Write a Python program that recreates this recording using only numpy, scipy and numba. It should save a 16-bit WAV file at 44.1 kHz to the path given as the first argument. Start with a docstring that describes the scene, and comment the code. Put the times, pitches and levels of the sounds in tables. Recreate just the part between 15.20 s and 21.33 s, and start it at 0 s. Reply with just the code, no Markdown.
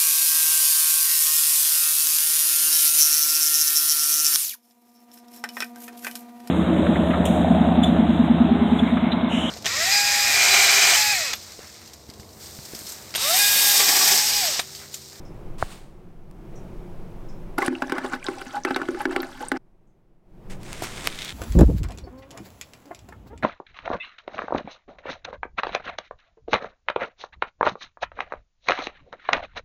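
"""Indoors, plant food is mixed. A paper pouch swings past with a rustle and a bump: friction and impact noise.
A stick then stirs water in a plastic pail: air pockets slap shut and boom, bubbles ring as damped tones,
noise swishes, and the pail adds resonances and short echoes.
Then the quiet room returns, and granules (random impacts) and the pouch (dense tiny slips) start to rustle.
A bird chirps faintly outside in short noise bands, over a low noise of room air."""
import sys
import numpy as np
from scipy import signal
from scipy.fft import rfft, irfft
from scipy.io import wavfile
from numba import njit

SR = 44100
rng = np.random.default_rng(int(sys.argv[2]) if len(sys.argv) > 2 else 0)


def digitize_waveform(pressure):
    """Quantize a signal to 16-bit integers and store it at the path in sys.argv[1].

    Rows of a 2-D input are taken as channels; values are limited to [-1, 1].
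    """
    field = np.atleast_2d(pressure).T
    bounded = np.clip(field, -1, 1)
    quanta = np.round(bounded * 32767).astype(np.int16)
    wavfile.write(sys.argv[1], SR, quanta)


N = 270140
T = np.arange(N) / SR  # time in the scene [s]
AGE = T[:SR // 4]  # time since the start of a short sound [s]
STIR_START_S, STIR_END_S = 2.377, 4.379
STIR_RATE_HZ = 2.5  # turns of the stick per second


def undb(db):
    """Level law: decibels to amplitude gain."""
    return 10 ** (np.asarray(db) / 20)


def unit(x):
    """Normalisation to an rms amplitude of 1."""
    return x / np.sqrt(np.mean(x ** 2))


def level_curve(table):
    """Level interpolation: (time [s], level [dB]) points become a gain for every sample."""
    s, db = np.transpose(table)
    return undb(np.interp(T, s, db))


def between(start, end, edge=0.0066):
    """Gating: 1 from start to end, with short linear ramps inside."""
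    opening = np.clip((T - start) / edge, 0, 1)
    closing = np.clip((end - T) / edge, 0, 1)
    return opening * closing


def surge(s, rise, fall):
    """Exponential growth up to 1 at time s, then exponential decay."""
    return np.exp(-np.maximum((s - T) / rise, (T - s) / fall))


def swell(seconds):
    """Critically damped envelope: it peaks at 1 after the given time and dies away."""
    return AGE / seconds * np.exp(1 - AGE / seconds)


def add(out, s, sound):
    """Superposition: mix a sound in at time s."""
    i = int(np.clip(s * SR, 0, N - 1))
    out[i:i + len(sound)] += sound[:N - i]


def colour(x, points):
    """Spectral shaping by a (frequency [Hz], level [dB]) curve, falling below its first point; rms 1."""
    hz, db = np.transpose(points)
    f = np.maximum(np.arange(len(x) // 2 + 1) * SR / len(x), 1)
    low_cut = np.minimum(f / hz[0], 1) ** 2
    gain = undb(np.interp(np.log(f), np.log(hz), db)) * low_cut
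    return unit(irfft(rfft(x) * gain, len(x)))


def noise(points):
    """Stationary random noise of the given spectrum, rms 1."""
    return colour(rng.standard_normal(N), points)


def patter(rate, spread_db):
    """Random impacts, `rate` per second on average: many small, a few large."""
    size = undb(spread_db * np.minimum(rng.exponential(size=N), 4))
    hits = rng.random(N) < rate / SR
    return unit(hits * size * rng.choice([-1, 1], N))


def bubble(hz, decay, rise=0.041):
    """Bubble resonance: a damped tone whose pitch climbs as the bubble nears the surface."""
    t = AGE[:int(7 * decay * SR) + 2]
    # the pitch gains the share `rise` in each decay time
    tone = np.sin(2 * np.pi * hz * (t + rise * t ** 2 / (2 * decay)))
    return np.exp(-t / decay) * (1 - np.exp(-2 * t * hz)) * tone


def cloud(low_hz, octaves, cycles, spread_db, count):
    """Bubble statistics: random sizes born all through the stirring, many faint, a few loud."""
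    out = np.zeros(N)
    for when, pitch, size, life in rng.random((count, 4)):
        hz = min(low_hz * 2 ** (pitch * octaves), SR / 3)
        loud = undb(-spread_db * np.log(size + 0.038))
        birth = STIR_START_S + when * (STIR_END_S - STIR_START_S)
        add(out, birth, loud * bubble(hz, cycles * (.5 + life) / hz))
    return out


# spray spectrum: (frequency [Hz], level [dB])
SPRAY_SPECTRUM = [(1200, -14), (2500, 0.5), (4500, 5.5), (6500, -2.5), (9000, -2), (11000, -13.5),
                  (16000, -15.5)]
# air pockets closing behind the stick; levels are before the trims below:
# (time [s], slap level [dB], boom level [dB], boom pitch [Hz], slap decay [s])
AIR_POCKETS = [(2.385, -30, -21.5, 354, 0.012), (2.421, -17, -26.5, 393, 0.0062),
               (2.48, -15, -16.5, 285, .003), (2.621, -15, -26.5, 274, .0036),
               (2.696, -22.5, -37, 266, 0.0034), (2.721, -12.5, -26.5, 330, 0.00097),
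               (2.781, -18.5, -34.5, 245, 0.0037), (2.933, -22, -33.5, 269, 0.0034),
               (3.084, -21, -28.5, 345, 0.0023), (3.214, -27.5, -41.5, 357, .0043),
               (3.265, -37, -43.5, 234, 0.004), (3.449, -13, -23.5, 336, 0.0039),
               (3.506, -21.5, -27.5, 276, 0.0056), (3.561, -11, -27.5, 342, .0032),
               (3.616, -25, -33.5, 345, 0.0033), (3.686, -23.5, -25, 343, 0.0019),
               (3.746, -33.5, -34, 358, 0.0041), (3.805, -26.5, -50, 240, .006),
               (3.854, -14.5, -18.5, 326, 0.0036), (3.962, -11, -23.5, 375, 0.0032),
               (4.03, -25, -39, 334, 0.0031), (4.317, -10.5, -22, 285, 0.003)]


def plops(slap_db=2, boom_db=6, spray_db=-19):
    """Cavity collapse: each pocket shuts with a falling slap and spray; the trapped air then booms."""
    slap_hz, pitch_spread, fall = 1502, .12, .35  # centre pitch, its random spread, depth of the fall
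    boom_s, boom_lag_s, spray_s = 0.0019, 0.0023, 0.0014
    out = np.zeros(N)
    for s, db, low_db, low_hz, decay in AIR_POCKETS:
        chance = rng.standard_normal((2, len(AGE)))
        hz = slap_hz * np.exp(pitch_spread * rng.uniform(-1, 1))
        pitch = hz * (1 + fall * (2 * np.exp(-AGE / decay) - 1))
        tone = np.sin(2 * np.pi * np.cumsum(pitch) / SR)
        splash = colour(chance[0], [(hz / 2, -3), (hz, 0), (1.2 * hz, -3), (2.14 * hz, -15), (8 * hz, -35)])
        slap = undb(-7.5) * tone + undb(-6) * splash
        spray = colour(chance[1], SPRAY_SPECTRUM)
        boom = np.sin(2 * np.pi * low_hz * AGE)
        add(out, s, undb(db + slap_db) * swell(decay / 2) * slap)
        add(out, s, undb(db + spray_db) * swell(spray_s) * spray)  # in proportion to the slap
        add(out, s + boom_lag_s, undb(low_db + boom_db) * swell(boom_s) * boom)
    return out


# spectrum of churned water: (frequency [Hz], level [dB])
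CHURN_SPECTRUM = [(150, -31), (260, 5.5), (500, -12), (800, -5.5), (1500, -2.5), (2200, -9), (3500, -16),
                  (7000, -37.5)]
# how hard the water rushes round the stick; it slackens between some turns: (time [s], relative level [dB])
FLOW_LEVEL = [(2.38, 14.5), (2.475, 13), (2.5, -2), (2.66, -3), (2.84, -2), (2.96, -5), (3.005, -9),
              (3.06, 3.5), (3.38, -0.5), (3.42, -9), (3.48, -1.5), (3.83, 0), (3.87, -9), (3.93, -2),
              (4.27, 1), (4.31, -8)]
# waves against the stick and the wall: (time of crest [s], relative level [dB], build-up [s])
WAVES = [(2.385, -18, 0.0067), (2.45, -39, 0.025), (2.765, -37, 0.0083), (2.848, -29, 0.0093),
         (2.935, -30, 0.019), (3.365, -33, 0.02), (3.485, -34.5, 0.0097), (3.812, -32.5, 0.025),
         (3.925, -31.5, 0.013), (4.208, -32.5, 0.0027), (4.37, -37.5, 0.014)]


def swirl(churn_db=-3, flow_churn_db=-46, flow_spray_db=-52):
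    """Modulated turbulence: flow, waves and wakes drive burbling bubbles in a wash; flow and waves, spray."""
    wave_fall_s, wave_spray_db = 0.018, -12.5
    wake_db, wake_s = -19.5, 0.043  # churn that a plop leaves, relative to its slap; its decay
    flow = level_curve(FLOW_LEVEL)
    swishes = sum(undb(db) * surge(s, rise, wave_fall_s) for s, db, rise in WAVES)
    wakes = sum(undb(db + wake_db) * surge(s, .001, wake_s) for s, db, *_ in AIR_POCKETS)
    # independent drives add in power
    churn_drive = np.hypot(undb(flow_churn_db) * flow, swishes + wakes)
    spray_drive = np.hypot(undb(flow_spray_db) * flow, undb(wave_spray_db) * swishes)
    burble = colour(cloud(low_hz=488.0, octaves=2.7, cycles=6, spread_db=3.5, count=1500), CHURN_SPECTRUM)
    ticks = unit(cloud(low_hz=2240, octaves=2.4, cycles=2.4, spread_db=7.0, count=900))
    water = undb(-4.0) * burble + undb(-7) * noise(CHURN_SPECTRUM)  # over a soft wash
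    spray = undb(-5.0) * ticks + undb(-2) * noise(SPRAY_SPECTRUM)  # over a fine mist
    return undb(churn_db) * churn_drive * water + spray_drive * spray


# single ringing bubbles: (time [s], pitch [Hz], level [dB], decay [s])
RINGING_BUBBLES = [(2.388, 830, -8.5, .007), (2.4197, 1990, -14, .009), (2.427, 1046, -9.5, .0076),
                   (2.463, 10160, -19, .0011), (2.463, 8360, -17.5, .0011), (2.552, 2650, -20, .0017),
                   (2.574, 910, -44, .018), (2.844, 368, -22.5, .005), (2.941, 937, -31.5, .004),
                   (3.007, 2350, -44, .005), (3.028, 2320, -25.5, .0024), (3.043, 7300, -19, .0004),
                   (3.045, 1566, -34.5, .012), (3.066, 3650, -14, .001), (3.067, 4840, -20, .0012),
                   (3.072, 1030, -28.5, .012), (3.345, 804, -27, .011), (3.367, 788, -25.5, .011),
                   (3.436, 5700, -22, .0007), (3.47, 2540, -28.5, .007), (3.508, 806, -17.5, .004),
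                   (3.5455, 3860, -14.5, .001), (3.5472, 1450, -17.5, .001), (3.803, 822, -24.5, .0085),
                   (3.889, 340, -29.5, .006), (3.957, 1310, -22, .0017), (4.004, 3940, -14, .0005),
                   (4.020, 13200, -19.5, .00035), (4.229, 840, -26, .0087), (4.285, 8500, -17, .0012)]


def single_bubbles(rise=.05):
    """Free oscillation: separate bubbles each ring at their own pitch."""
    out = np.zeros(N)
    for s, hz, db, decay in RINGING_BUBBLES:
        add(out, s, undb(db) * bubble(hz, decay, rise))
    return out


# air and wall resonances of the pail: (frequency [Hz], gain [dB], time to fall by 60 dB [s])
PAIL_MODES = [(218, -6.5, 0.14), (261.8, 13, 0.19), (287, 5.5, 0.19), (328, 9.5, 0.32), (358.8, 11.5, 0.26),
              (380.6, 10, 0.14), (488, 9, 0.21), (570, 6.5, 0.24), (803, 8.5, 0.058), (1190, -24, .08),
              (1500, 5, 0.03), (1695, 0, 0.036), (2200, -3, 0.04)]


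def pail_resonance(x, slosh=0.02):
    """Modal resonance: the pail's modes ring on, their pitch swaying as the water tilts with each turn."""
    out = 0
    for hz, db, t60 in PAIL_MODES:
        sway = 1 + slosh * np.sin(2 * np.pi * (STIR_RATE_HZ * T + rng.random()))
        turn = np.exp(2j * np.pi * hz * np.cumsum(sway) / SR)
        loss = np.log(1000) / (t60 * SR)
        # shift the mode down to 0 Hz, smooth it there, shift it back
        smooth = signal.lfilter([loss], [1, loss - 1], x / turn)
        out = out + undb(db) * 2 * np.real(turn * smooth)
    return out


def wall_echoes(x, wall_s=0.0052):
    """Diffuse reflection: the sound bounces between the pail's walls as a short decaying scatter."""
    walls = rng.standard_normal(len(AGE)) * np.exp(-AGE / wall_s) * (AGE > .001)
    return signal.fftconvolve(x, walls / np.linalg.norm(walls))[:N]


def stirring():
    """Source and resonator: the water sounds excite the pail's walls and air."""
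    water = plops() + swirl() + single_bubbles()
    echoes = wall_echoes(water)
    in_pail = undb(-2.5) * water + pail_resonance(water) + undb(-9) * echoes
    return in_pail * between(STIR_START_S, STIR_END_S)


@njit
def follow(x, attack, release):
    """Envelope detection: attack and release are shares per sample."""
    out, level = np.empty(len(x)), 0.
    for i in range(len(x)):
        level += (abs(x[i]) - level) * (attack if abs(x[i]) > level else release)
        out[i] = level
    return out


def limit(x, limit_db=-16.0, attack_s=0.00046, release_s=0.024):
    """Peak limiting: the gain ducks while the envelope exceeds the limit, then recovers."""
    level = follow(x, min(1 / (attack_s * SR), 1.), 1 / (release_s * SR))
    return x * undb(limit_db) / np.maximum(level, undb(limit_db))


def rubs(table):
    """Stroke superposition: summed envelopes of strokes over paper."""
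    return sum(undb(db) * surge(s, rise, fall) for s, db, rise, fall in table)


# the pouch brushes past: (time of peak [s], level [dB], build-up [s], decay [s])
SWING_STROKES = [(.425, -42, 0.069, .03), (.522, -45, 0.048, 0.071)]
# spectrum of the brush: (frequency [Hz], level [dB])
SWING_SPECTRUM = [(400, -2), (1000, 0.5), (2000, -3), (4000, -4), (6000, -9.5), (8500, -6.5),
                  (11500, -17.5), (15000, -17.5)]
# firmer rubs of the pouch: (time of peak [s], level [dB], build-up [s], decay [s])
RUSTLE_STROKES = [(5.322, -42, 0.058, 0.021), (5.635, -33.5, 0.0096, 0.029), (5.78, -42, 0.028, 0.024),
                  (5.862, -31, 0.014, 0.014)]
# spectrum of the rubs: (frequency [Hz], level [dB])
RUSTLE_SPECTRUM = [(50, 8.5), (130, 6), (450, 0.5), (1000, -1), (2200, -0.5), (4200, -7), (8500, -8),
                   (11500, -18.5), (16000, -25)]


def paper_friction():
    """Stick-slip friction: paper rubs in dense tiny slips, first swung past, later handled."""
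    steady_start_s, steady_attack_s, steady_db = 5.39, 0.12, -41.5
    swing_drive = rubs(SWING_STROKES) * between(0.379, 0.96)
    swing = swing_drive * colour(patter(rate=15000, spread_db=3.5), SWING_SPECTRUM)
    steady = undb(steady_db) * np.clip((T - steady_start_s) / steady_attack_s, 0, 1)
    handling = (steady + rubs(RUSTLE_STROKES)) * between(5.295, 6.2)
    return swing + handling * colour(patter(rate=9000, spread_db=3.5), RUSTLE_SPECTRUM)


# creases snapping in the pouch: (time [s], level [dB], decay [s])
CREASE_SNAPS = [(1.112, -48, 0.0013), (5.432, -37.5, 0.0014), (5.53, -24.5, 0.0011), (5.622, -32, 0.0058),
                (5.636, -29.5, 0.0067), (5.8723, -11.5, 0.00097), (5.988, -42, 0.00092),
                (6.048, -23, 0.00088)]


def crackles():
    """Impulsive release: each crease snaps as a decaying burst of bright noise."""
    out = np.zeros(N)
    for s, db, decay in CREASE_SNAPS:
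        burst = colour(rng.standard_normal(len(AGE)), [(500, -2), (3000, 0), (8000, -2), (16000, -10)])
        add(out, s, undb(db) * np.exp(-AGE / decay) * burst)
    return out


# dull bumps of the hand: (time of centre [s], pitch [Hz], level [dB], contact time [s])
HAND_BUMPS = [(0.4265, 970, -3.5, 0.00041), (.428, 740, -18.5, 0.0016), (0.431, 90.6, -20.5, 0.0054),
              (5.623, 620, -16, 0.00092), (5.626, 400, -19.5, 0.00063), (5.8739, 1800, 0.5, 0.00013)]


def bumps():
    """Soft contact: the pressure swings up and back under a bell-shaped envelope."""
    out = np.zeros(N)
    for s, hz, db, seconds in HAND_BUMPS:
        t = AGE - 3 * seconds  # 0 at the centre of the bump
        push = np.exp(-(t / seconds) ** 2) * np.sin(2 * np.pi * hz * t)
        add(out, s - 3 * seconds, undb(db) * push)
    return out


def pouch():
    """Superposition of the pouch's friction, its snapping creases and the bumps of the hand."""
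    return paper_friction() + crackles() + bumps()


# level of the trickling grains: (time [s], level [dB])
GRANULE_LEVEL = [(5.4, -61), (5.7, -51.5), (5.92, -46.5), (6.03, -34), (6.13, -42)]
# spectrum of grains on glass: (frequency [Hz], level [dB])
GRANULE_SPECTRUM = [(1000, -28), (2100, 0), (2700, -5.5), (3550, 3), (4600, -7.5), (5600, -10.5),
                    (7000, -12), (12000, -25)]


def granules(rate=700, spread_db=5.0):
    """Random impact noise: dry grains trickle and tick against a glass beaker."""
    ticks = colour(patter(rate, spread_db), GRANULE_SPECTRUM)
    return level_curve(GRANULE_LEVEL) * between(5.4, 6.2) * ticks


# calls of a distant bird: (time [s], pitch [Hz], level [dB])
BIRD_CALLS = [(0.049, 5200, -57), (1.353, 5750, -55.5), (2.084, 5270, -56.5), (4.67, 6240, -78)]


def bird(attack_s=0.0028, echo_s=0.039):
    """Narrow-band noise: short thin chirps with a decay smeared by distance."""
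    out = np.zeros(N)
    for s, hz, db in BIRD_CALLS:
        band = [(.85 * hz, -35), (.95 * hz, -8), (hz, 0), (1.08 * hz, -9), (1.4 * hz, -17), (2 * hz, -36)]
        call = colour(rng.standard_normal(len(AGE)), band)
        add(out, s, undb(db) * (1 - np.exp(-AGE / attack_s)) * np.exp(-AGE / echo_s) * call)
    return out


# room air before and after the stirring: (time [s], relative level [dB])
ROOM_LEVEL = [(0, -40.5), (.35, -40.5), (.6, -46.5), (1.05, -48), (1.35, -40), (2.35, -40.5), (4.4, -60.5),
              (5.02, -62), (5.15, -51), (5.35, -38.5), (6.1, -51)]
# spectrum of the murmur: (frequency [Hz], level [dB])
MURMUR_SPECTRUM = [(47, -31), (80, -2), (186, 1), (265, -11.5), (361, -2), (395, -9.5), (802, -16),
                   (1860, -30.5), (2180, -30), (4520, -42.5), (5770, -43.5), (7050, -48), (14300, -61),
                   (16000, -58.5)]
# spectrum of the rumble: (frequency [Hz], level [dB])
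RUMBLE_SPECTRUM = [(11, 27), (14, 28), (21, 13.5), (32, 22), (45, 3.5), (70, -5), (130, -38.5)]


def room(rumble_db=5, murmur_db=-1, pail_rumble_db=-53, pail_murmur_db=-52):
    """Background noise: low indoor air noise, steady and faint by the pail."""
    by_pail = between(STIR_START_S, STIR_END_S)
    # away from the pail the rumble and the murmur share one level curve
    elsewhere = level_curve(ROOM_LEVEL) * (1 - by_pail)
    rumble = elsewhere + undb(pail_rumble_db) * by_pail
    murmur = elsewhere + undb(pail_murmur_db) * by_pail
    low = undb(rumble_db) * rumble * noise(RUMBLE_SPECTRUM)
    return low + undb(murmur_db) * murmur * noise(MURMUR_SPECTRUM)


def scene():
    """Linear superposition at one microphone; only the close water sounds are limited."""
    return (limit(stirring()) + pouch() + granules() + bird() + room())[None]


def record(dry):
    """Band limitation: the recorder cuts the top with a steep low-pass at 15900 Hz."""
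    low_pass = signal.ellip(8, .2, 70, 15900, fs=SR, output="sos")
    return signal.sosfilt(low_pass, dry)


dry = scene()
out = record(dry)
digitize_waveform(out)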